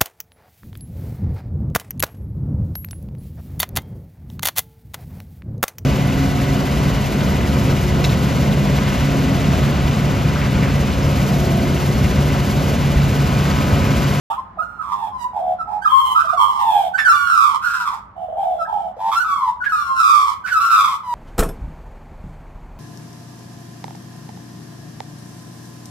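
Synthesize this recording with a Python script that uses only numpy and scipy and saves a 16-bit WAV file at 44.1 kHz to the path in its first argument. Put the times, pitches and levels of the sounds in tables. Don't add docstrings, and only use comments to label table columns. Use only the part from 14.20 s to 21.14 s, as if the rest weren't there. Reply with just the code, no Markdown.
import sys
import numpy as np
from scipy import signal
from scipy.fft import rfft, irfft, next_fast_len
from scipy.io import wavfile
from scipy.ndimage import uniform_filter1d, minimum_filter1d, map_coordinates

SR = 44100
rng = np.random.default_rng(int(sys.argv[2]) if len(sys.argv) > 2 else 0)


def wav_record(signal):
    frames = np.transpose(np.atleast_2d(signal))
    bounded = np.clip(frames, -1, 1)
    quanta = np.round(bounded * 32767).astype(np.int16)
    wavfile.write(sys.argv[1], SR, quanta)


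N = 306054
TOP_HZ = 15550


def magpie(bird, level_db, lead_ms, **tone):
    kinds = (carol, CAROL_NOTES), (trilled, TRILL_NOTES), (pipe, PIPE_NOTES)
    notes = [shape(*row[:-1]) for shape, table in kinds for row in table if row[-1] == bird]
    song = np.zeros((2, N + SR))
    for plan in notes:
        start, sound = syrinx(plan, **tone)
        song[:, start:start + sound.shape[1]] += sound
    early_s = np.array([[1], [-1]]) * lead_ms / 2000
    return amp(level_db) * filtered(song[:, :N], lambda hz: np.exp(2j * np.pi * hz * early_s))


# (start [s], hold [s], fall [s], top pitch [Hz], end pitch [Hz], glide [exponent],
# hold level [dB], hold trill [0-1], fall level [dB], loudest point of fall [0-1], fall trill [0-1],
# overtones [dB], beak opening [0-1], left over right [dB], bird [name])
CAROL_NOTES = [ (0.421, 0.2, .18, 1412, 1027, 0.23, -41.5, 0.34, -24, 0.53, 1, -26, 0.74, -6, "middle"),
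               (2.926, 0.15, 0.29, 1435, 1058, 0.97, -17, 0.2, -6, 0.38, 0.81, -21.5, 0.64, -6.5, "left"),
               (3.416, 0.23, .135, 1409, 968, 0.45, -22, 0.92, -20.5, 0.25, 1, -20, 0.83, -4, "middle"),
               (5.042, .095, .18, 1312, 953.4, .5, -18.5, 0.34, -15, 0.88, 0.49, -28.5, 0.71, 0.5, "right"),
               (5.519, .255, .35, 1396, 1084, .65, -24.5, 0.44, -5.5, .4, 0.63, -19.5, 0.79, -3, "left"),
               (6.395, .095, 0.26, 1383, 1109, .85, -17.5, 0.43, -9, 0.1, .7, -17, 0.68, 0, "right"), ]

def carol(start, hold, fall, top_hz, end_hz, glide, hold_db, hold_trill,
          db, peak, trill, overtones_db, beak, pan_db):
    sag_hz_per_s, break_s = 124.7, .0212
    sag_hz = sag_hz_per_s * hold / 2
    held = breath(start, hold - break_s, top_hz + sag_hz, top_hz - sag_hz, hold_db, .2, hold_trill,
                  overtones_db + 4, beak, pan_db, swell_db=(5.5, 2), glide=1)
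    falling = breath(start + hold, fall, top_hz - sag_hz, end_hz, db, peak, trill,
                     overtones_db, beak, pan_db, swell_db=(10, 15.5), glide=glide)
    return slide_in(np.vstack([held, falling]))


# (start [s], length [s], start pitch [Hz], end pitch [Hz], level [dB], loudest point [0-1],
# trill depth [0-1], overtones [dB], beak opening [0-1], left over right [dB], bird [name])
TRILL_NOTES = [ (0.086, 0.066, 923, 919.4, -15, 0.15, 1, -20, 0.23, -4.5, "left"),
               (0.101, 0.042, 1157, 1304, -20.5, 0.82, 0.76, -29.5, 0.4, -6, "left"),
               (0.369, 0.073, 743, 673, -32, 0.07, 1, -50, 0.1, -3.5, "middle"),
               (0.767, 0.13, 990, 823, -25, 0.77, 0.61, -23.5, 0.45, -7, "middle"),
               (1.131, 0.077, 905, 758, -21.5, 0.84, 0.86, -31, 0.7, -4, "middle"),
               (1.192, 0.15, 752, 718.4, -21, 0.86, 0.75, -34.5, .5, -3.5, "middle"),
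               (1.475, 0.12, 884, 820.5, -21.5, 0.59, 0.57, -33, 1, -5.5, "middle"),
               (1.678, 0.28, 1111, 1019, -16, 0.88, 0.69, -10, 0.04, -4, "left"),
               (1.718, 0.079, 1106, 1062, -4, 0.38, 0.07, -22.5, 0, 11.5, "left"),
               (1.979, 0.062, 1333, 1355, -10.5, 0, 1, -25.5, .6, -5, "left"),
               (2.089, 0.056, 1342, 1316, -15, 0.32, 1, -27.5, 0.66, -11, "left"),
               (2.191, .12, 1124, 1057, -6.5, 0.09, 0.92, -19.5, 0.17, -4, "left"),
               (2.312, 0.17, 1065, 1055, -17.5, 0.44, 0.93, -19.5, 0.54, -7, "left"),
               (2.39, 0.29, 997, 731, -12.5, 0.63, 0.52, -22, 0.29, -3.5, "middle"),
               (3.96, 0.12, 793, 697, -23.5, 0.67, 0.7, -32.5, 0.2, -7.5, "left"),
               (4.078, .1, 724.4, 699.7, -20.5, 1, 0.9, -38.5, 0.05, -3.5, "left"),
               (4.167, .27, 827.8, 665.6, -17, 0.13, 0.62, -33, 0.37, -3.5, "middle"),
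               (4.475, 0.23, 918, 711, -17, 0.3, 0.69, -31.5, 0.39, -4.5, "left"),
               (4.76, 0.038, 564, 667, -32.5, 0.38, 0.9, -25, 0.9, 2, "right"),
               (4.79, 0.13, 883.5, 916.6, -17, 0.69, 0.75, -24, 0.66, -1, "right"),
               (4.915, 0.042, 1249, 1110, -14.5, 0.44, 0.8, -13.5, 0.53, -6.5, "right"),
               (6.259, 0.081, 1521, 1608, -22.5, 0.06, 0.96, -14, 1, -3, "right"), ]

def trilled(*row):
    return slide_in(breath(*row, swell_db=(8, 13)))


# (start [s], length [s], start pitch [Hz], end pitch [Hz], level [dB],
# loudest point [0-1], overtones [dB], left over right [dB], bird [name])
PIPE_NOTES = [ (0.175, 0.029, 1065, 1016, -18, 0.28, -31, -1, "right"),
              (0.385, 0.0304, 1245, 1300, -14, .35, -37, -10.5, "middle"),
              (0.414, 0.042, 1453, 1350, -22.5, 0.18, -29, -7, "middle"),
              (0.587, 0.045, 1343, 1204, -20, 0.34, -53, -14, "middle"),
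              (0.915, 0.08, 1059, 998, -20.5, 0.64, -32.5, 5, "left"),
              (0.982, 0.058, 991, 950, -23.5, 0.86, -12.5, -23, "left"),
              (1.04, 0.041, 1015, 965, -13.5, 0.26, -44, -3.5, "left"),
              (1.386, 0.041, 1400, 1264, -16, 0.72, -34, -5, "left"),
              (1.616, 0.05, 1470, 1763, -20.5, 0.2, -21.5, -15, "left"),
              (1.649, 0.031, 1353, 1175, -2.5, 0.46, -32, -4.5, "left"),
              (1.95, 0.025, 1256, 1290, -2.5, 0.58, -31, -7, "left"),
              (2.032, 0.03, 715, 622, -30, 0.8, -5.5, -3, "left"),
              (2.065, 0.074, 1218, 1230, -12.5, 0.13, -33, -5.5, "left"),
              (2.126, 0.02, 708, 712, -13.5, 0.6, -20.5, -3.5, "left"),
              (2.169, 0.026, 1164, 1073, -7, .5, -24, -5, "left"),
              (2.738, 0.045, 1495, 1563, -9, 0.4, -30.5, -18, "left"),
              (2.783, 0.059, 1780, 1717, -7.5, .12, -21.5, -11, "left"),
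              (2.848, 0.027, 1630, 1439, 1.5, 0.97, -24, -5.5, "left"),
              (2.883, .04, 1327, 1364, 0, 0.5, -21, 3.5, "left"),
              (2.916, 0.2, 1198, 1095, -13, 0, -16.5, -6, "left"),
              (3.438, 0.038, 1476, 1408, -12.5, 0.27, -25, -13, "middle"),
              (3.47, 0.2, 1167, 920, -28.5, 0.72, -17, -5, "middle"),
              (4.389, 0.054, 1370, 1270, -15.5, 0.66, -27.5, -1.5, "left"),
              (4.447, 0.013, 1396, 1710, -23.5, 0.64, -40, -4, "left"),
              (4.947, 0.05, 1312, 1400, -11, 0.52, -17.5, 0.5, "right"),
              (4.996, .036, 1500, 1437, -10.5, .35, -23, -9.5, "right"),
              (5.065, 0.16, 1190, 1062, -17.5, 0.33, -18.5, -8, "right"),
              (5.405, 0.029, 1518, 1436, -11.5, 0.7, -36, 6, "left"),
              (5.456, 0.029, 1687, 1640, -11.5, 0.42, -34, -10, "left"),
              (5.487, .028, 1503, 1424, -14, 0.45, -24.5, 7, "left"),
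              (5.519, 0.14, 1312, 1125, -14.5, 0, -23.5, -2.5, "middle"),
              (5.659, 0.12, 1088, 1050, -17, 0.31, -33, -6.5, "middle"),
              (6.24, 0.02, 1510, 1497, -17, 0.7, -25, -11, "right"),
              (6.311, 0.024, 1571, 1430, -8.5, 0.83, -20.5, -4, "right"),
              (6.336, 0.048, 1345, 1279, -6.5, 0.87, -23.5, -3, "right"),
              (6.39, 0.097, 1183, 1090, -16.5, 0.22, -22, -12, "right"),
              (6.833, 0.15, 1028, 923, -17, 0.79, -21.5, 0, "right"), ]

def pipe(start, length, from_hz, to_hz, db, peak, overtones_db, pan_db):
    return breath(start, length, from_hz, to_hz, db, peak, trill=.15, overtones_db=overtones_db,
                  beak=.71, pan_db=pan_db, swell_db=(15.5, 18))


def breath(start, length, from_hz, to_hz, db, peak, trill, overtones_db, beak, pan_db,
           swell_db, glide=.8, steps=61):
    progress = np.linspace(0, 1, steps)
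    pitch = from_hz + (to_hz - from_hz) * progress ** glide
    from_peak = np.interp(progress, [0, np.clip(peak, .02, .98), 1], [-1, 0, 1])
    weak_db = np.where(from_peak < 0, *swell_db) * np.abs(from_peak) ** 1.24
    depth = trill + .0145 * (weak_db - weak_db.mean())
    bright_db = overtones_db + .13 * weak_db
    return np.column_stack([start + length * progress, pitch, db - weak_db, depth, bright_db,
                            np.full(steps, beak), np.full(steps, pan_db)])


def slide_in(plan, flat_share=.07, slide_s=.01505, weak_db=1.5, attack_s=.013):
    times, pitch, db, *rest = plan.T
    age = times - times[0]
    pitch = pitch * (1 - flat_share * np.exp(-age / slide_s))
    db = db - weak_db * np.exp(-age / attack_s)
    return np.column_stack([times, pitch, db, *rest])


# (pitch [Hz], pulse rate [1/s])
TRILL_RATES = [(700, 68), (800, 84), (900, 102), (1150, 105), (1400, 110)]

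def syrinx(plan, chop, swing, rasp, voice):
    times, *columns = plan.T
    t = np.arange(times[0] - .006, times[-1] + .01, 1 / SR)
    pitch, db, trill, overtones_db, beak, pan_db = (np.interp(t, times, c) for c in columns)
    trill, opening, size = np.clip(trill, 0, 1), np.clip(beak, 0, 1), len(t)
    pulse_hz = along(TRILL_RATES, pitch) * (1 + .04 * wobble(61, size))
    beat = 2 * np.pi * np.cumsum(pulse_hz) / SR
    pulses = lambda depth: np.exp(depth * np.cos(beat)) / np.sqrt(np.i0(2 * depth))
    waver = (.05 + .24 * trill) * wobble(60, size)
    phase = 2 * np.pi * np.cumsum(pitch) / SR + waver
    bend = trill * (swing * np.sin(beat + 1.836) + .025 * wobble(600, size))
    whistle = np.sqrt(2) * np.cos(phase + bend) * pulses(chop * trill)
    lowness = np.clip((1020 - pitch) / 80, 0, 1)
    hoarse = .012 + 1.4 * (.07 + .24 * opening + .22 * lowness) * trill
    closing = phase + (.4 + .9 * opening) * bend + hoarse * wobble(400, size)
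    multiples = range(2, int(TOP_HZ / pitch.mean()) + 2)
    buzz = unit(sum(np.cos(k * closing + rng.uniform(0, 2 * np.pi)) for k in multiples))
    hiss_share = np.clip(.02 + rasp * trill ** 2, 0, 1)
    raspy = np.sqrt(1 - hiss_share) * buzz + np.sqrt(hiss_share) * rng.standard_normal(size)
    overtones = throat(raspy * pulses(.66 * trill), opening, voice)
    ears = lambda left_db: np.sqrt(2 / (1 + amp([-2 * left_db, 2 * left_db])))
    sound = whistle * ears(pan_db) + amp(overtones_db) * overtones * ears(.3 * pan_db - 2)
    flicker_db = 4 * trill * wobble(130.55, size)
    from_edge_s = np.minimum(t - t[0], t[-1] - t)
    fade = np.sin(np.pi / 2 * np.clip(from_edge_s / .011, 0, 1)) ** 2
    return round(t[0] * SR), sound * amp(db + flicker_db) * fade


# (frequency [Hz], level [dB])
SHUT_BEAK_RING = [(2000, -13.5), (2700, -10.5), (3000, -4), (3200, 1.5), (3500, -4.5), (3750, -19),
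                  (5200, -32.5), (8000, -19.5), (10500, -29.5), (11700, -19.5), (15300, -28.5)]
# (frequency [Hz], level [dB])
OPEN_BEAK_RING = [(1500, 12.5), (2600, 2), (3000, -11), (3400, 0), (4500, -5), (5300, -1), (6400, -8.5),
                  (8100, -6), (10200, -19), (11700, -8.5), (12700, -19), (15300, -26.5)]

def throat(x, opening, voice):
    def ring(beak, scale):
        return unit(filtered(x, lambda hz: amp(along(beak, hz / scale)) * bass_cut(hz, 1500)))
    return unit((1 - opening) * ring(SHUT_BEAK_RING, voice) + opening * ring(OPEN_BEAK_RING, .99))


# (time [s], level [dB])
VOICE_CRACKS = [(0.377, -58), (2.777, -18.5), (4.931, -39), (5.438, -27), (6.271, -25)]

def cracks(centre_hz=1600, width=.18, rise_s=.011):
    t = np.arange(N) / SR
    ages = ((np.maximum(t - start, 0) / rise_s, db) for start, db in VOICE_CRACKS)
    bursts = sum(amp(db) * age * np.exp(1 - age) for age, db in ages)
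    band = lambda hz: bass_cut(hz, 600) / (1 + (np.log((hz + 1) / centre_hz) / width) ** 2)
    return bursts * unit(filtered(rng.standard_normal(N), band)) * amp([[-2], [1]])


# (left delay [s], right delay [s], level [dB])
PORCH_ECHOES = [(.0037, .0043, -14), (.0079, 0.006, -7.5), (0.0123, .0134, -3), (0.0204, 0.019, -11)]
# (frequency [Hz], time to fade by 60 dB [s])
PORCH_RING = [(300, 0.32), (1100, 0.55), (3500, 0.32), (8000, 0.25), (15000, 0.28)]

def porch(x, tail_db):
    hz, t, noise = signal.stft(rng.standard_normal((2, SR // 2)), SR, nperseg=256)
    decay = amp(-60 * t / along(PORCH_RING, hz)[:, None])
    build_up = 1 - np.exp(-t / .0053)
    colour = amp(along([(1500, .0032), (4000, 3)], hz))[:, None]
    tail = signal.istft(noise * decay * build_up * colour, SR, nperseg=256)[1]
    answer = amp(tail_db) * tail / np.linalg.norm(tail[0])
    for left_s, right_s, db in PORCH_ECHOES:
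        answer[[0, 1], [int(left_s * SR), int(right_s * SR)]] += amp(db)
    return signal.fftconvolve(x, answer, axes=1)[:, :N]


# (frequency [Hz], relative level [dB])
RUMBLE_COLOUR = [(20, -35), (55, 2), (110, -2), (140, -8.5), (190, -1.5), (260, -13), (450, -18.5),
                 (1000, -6), (3000, -36), (15000, -67)]
# (frequency [Hz], likeness [0-1])
RUMBLE_LIKENESS = [(60, 0.99), (200, 0.89), (2000, 0.06)]

def outdoors(level_db):
    def colour(hz):
        spread = np.arccos(along(RUMBLE_LIKENESS, hz)) / 2
        return amp(along(RUMBLE_COLOUR, hz)) * [np.cos(spread), np.sin(spread)]
    shared, opposite = filtered(rng.standard_normal((2, N)), colour)
    ease_db = np.interp(np.arange(N) / SR, [1.3, 3.5], [3.5, 0])
    return amp(level_db + ease_db) * unit(np.array([shared + opposite, shared - opposite]))


def amp(db):
    return 10 ** (np.asarray(db) / 20)


def unit(x):
    return x / np.sqrt(np.mean(x ** 2) + 1e-20)


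def along(points, hz):
    point_hz, values = np.transpose(points)
    return np.interp(np.log(hz + 1), np.log(point_hz + 1), values)


def wobble(rate, size):
    return map_coordinates(rng.standard_normal(SR // 4), [np.arange(size) * rate / SR], mode="wrap")


def bass_cut(hz, corner_hz):
    return hz ** 4 / (hz ** 4 + corner_hz ** 4)


def filtered(x, response):
    size = x.shape[-1]
    padded = next_fast_len(size + 4096)
    return irfft(rfft(x, padded) * response(np.fft.rfftfreq(padded, 1 / SR)), padded)[..., :size]


def scene():
    birds = magpie("left", level_db=-4.5, lead_ms=.21, chop=.68, swing=.93, rasp=.1, voice=.98)
    birds += magpie("middle", level_db=-1.23, lead_ms=.088, chop=.64, swing=1.08, rasp=.18, voice=1.034)
    birds += magpie("right", level_db=-3, lead_ms=-.062, chop=.83, swing=1.31, rasp=.18, voice=1.036)
    birds += cracks()
    return birds + porch(birds, tail_db=-4.5) + outdoors(level_db=-47)


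def record(dry):
    fade_in = np.clip((np.arange(N) / SR - .101) / .002, 0, 1)
    safe_gain = np.minimum(1, .9 / (np.abs(dry).max(0) + 1e-9))
    smooth_gain = uniform_filter1d(minimum_filter1d(safe_gain, size=400), size=300)
    return filtered(dry * smooth_gain * fade_in, lambda hz: 1 / (1 + (hz / TOP_HZ) ** 200))


dry = scene()
out = record(dry)
wav_record(out)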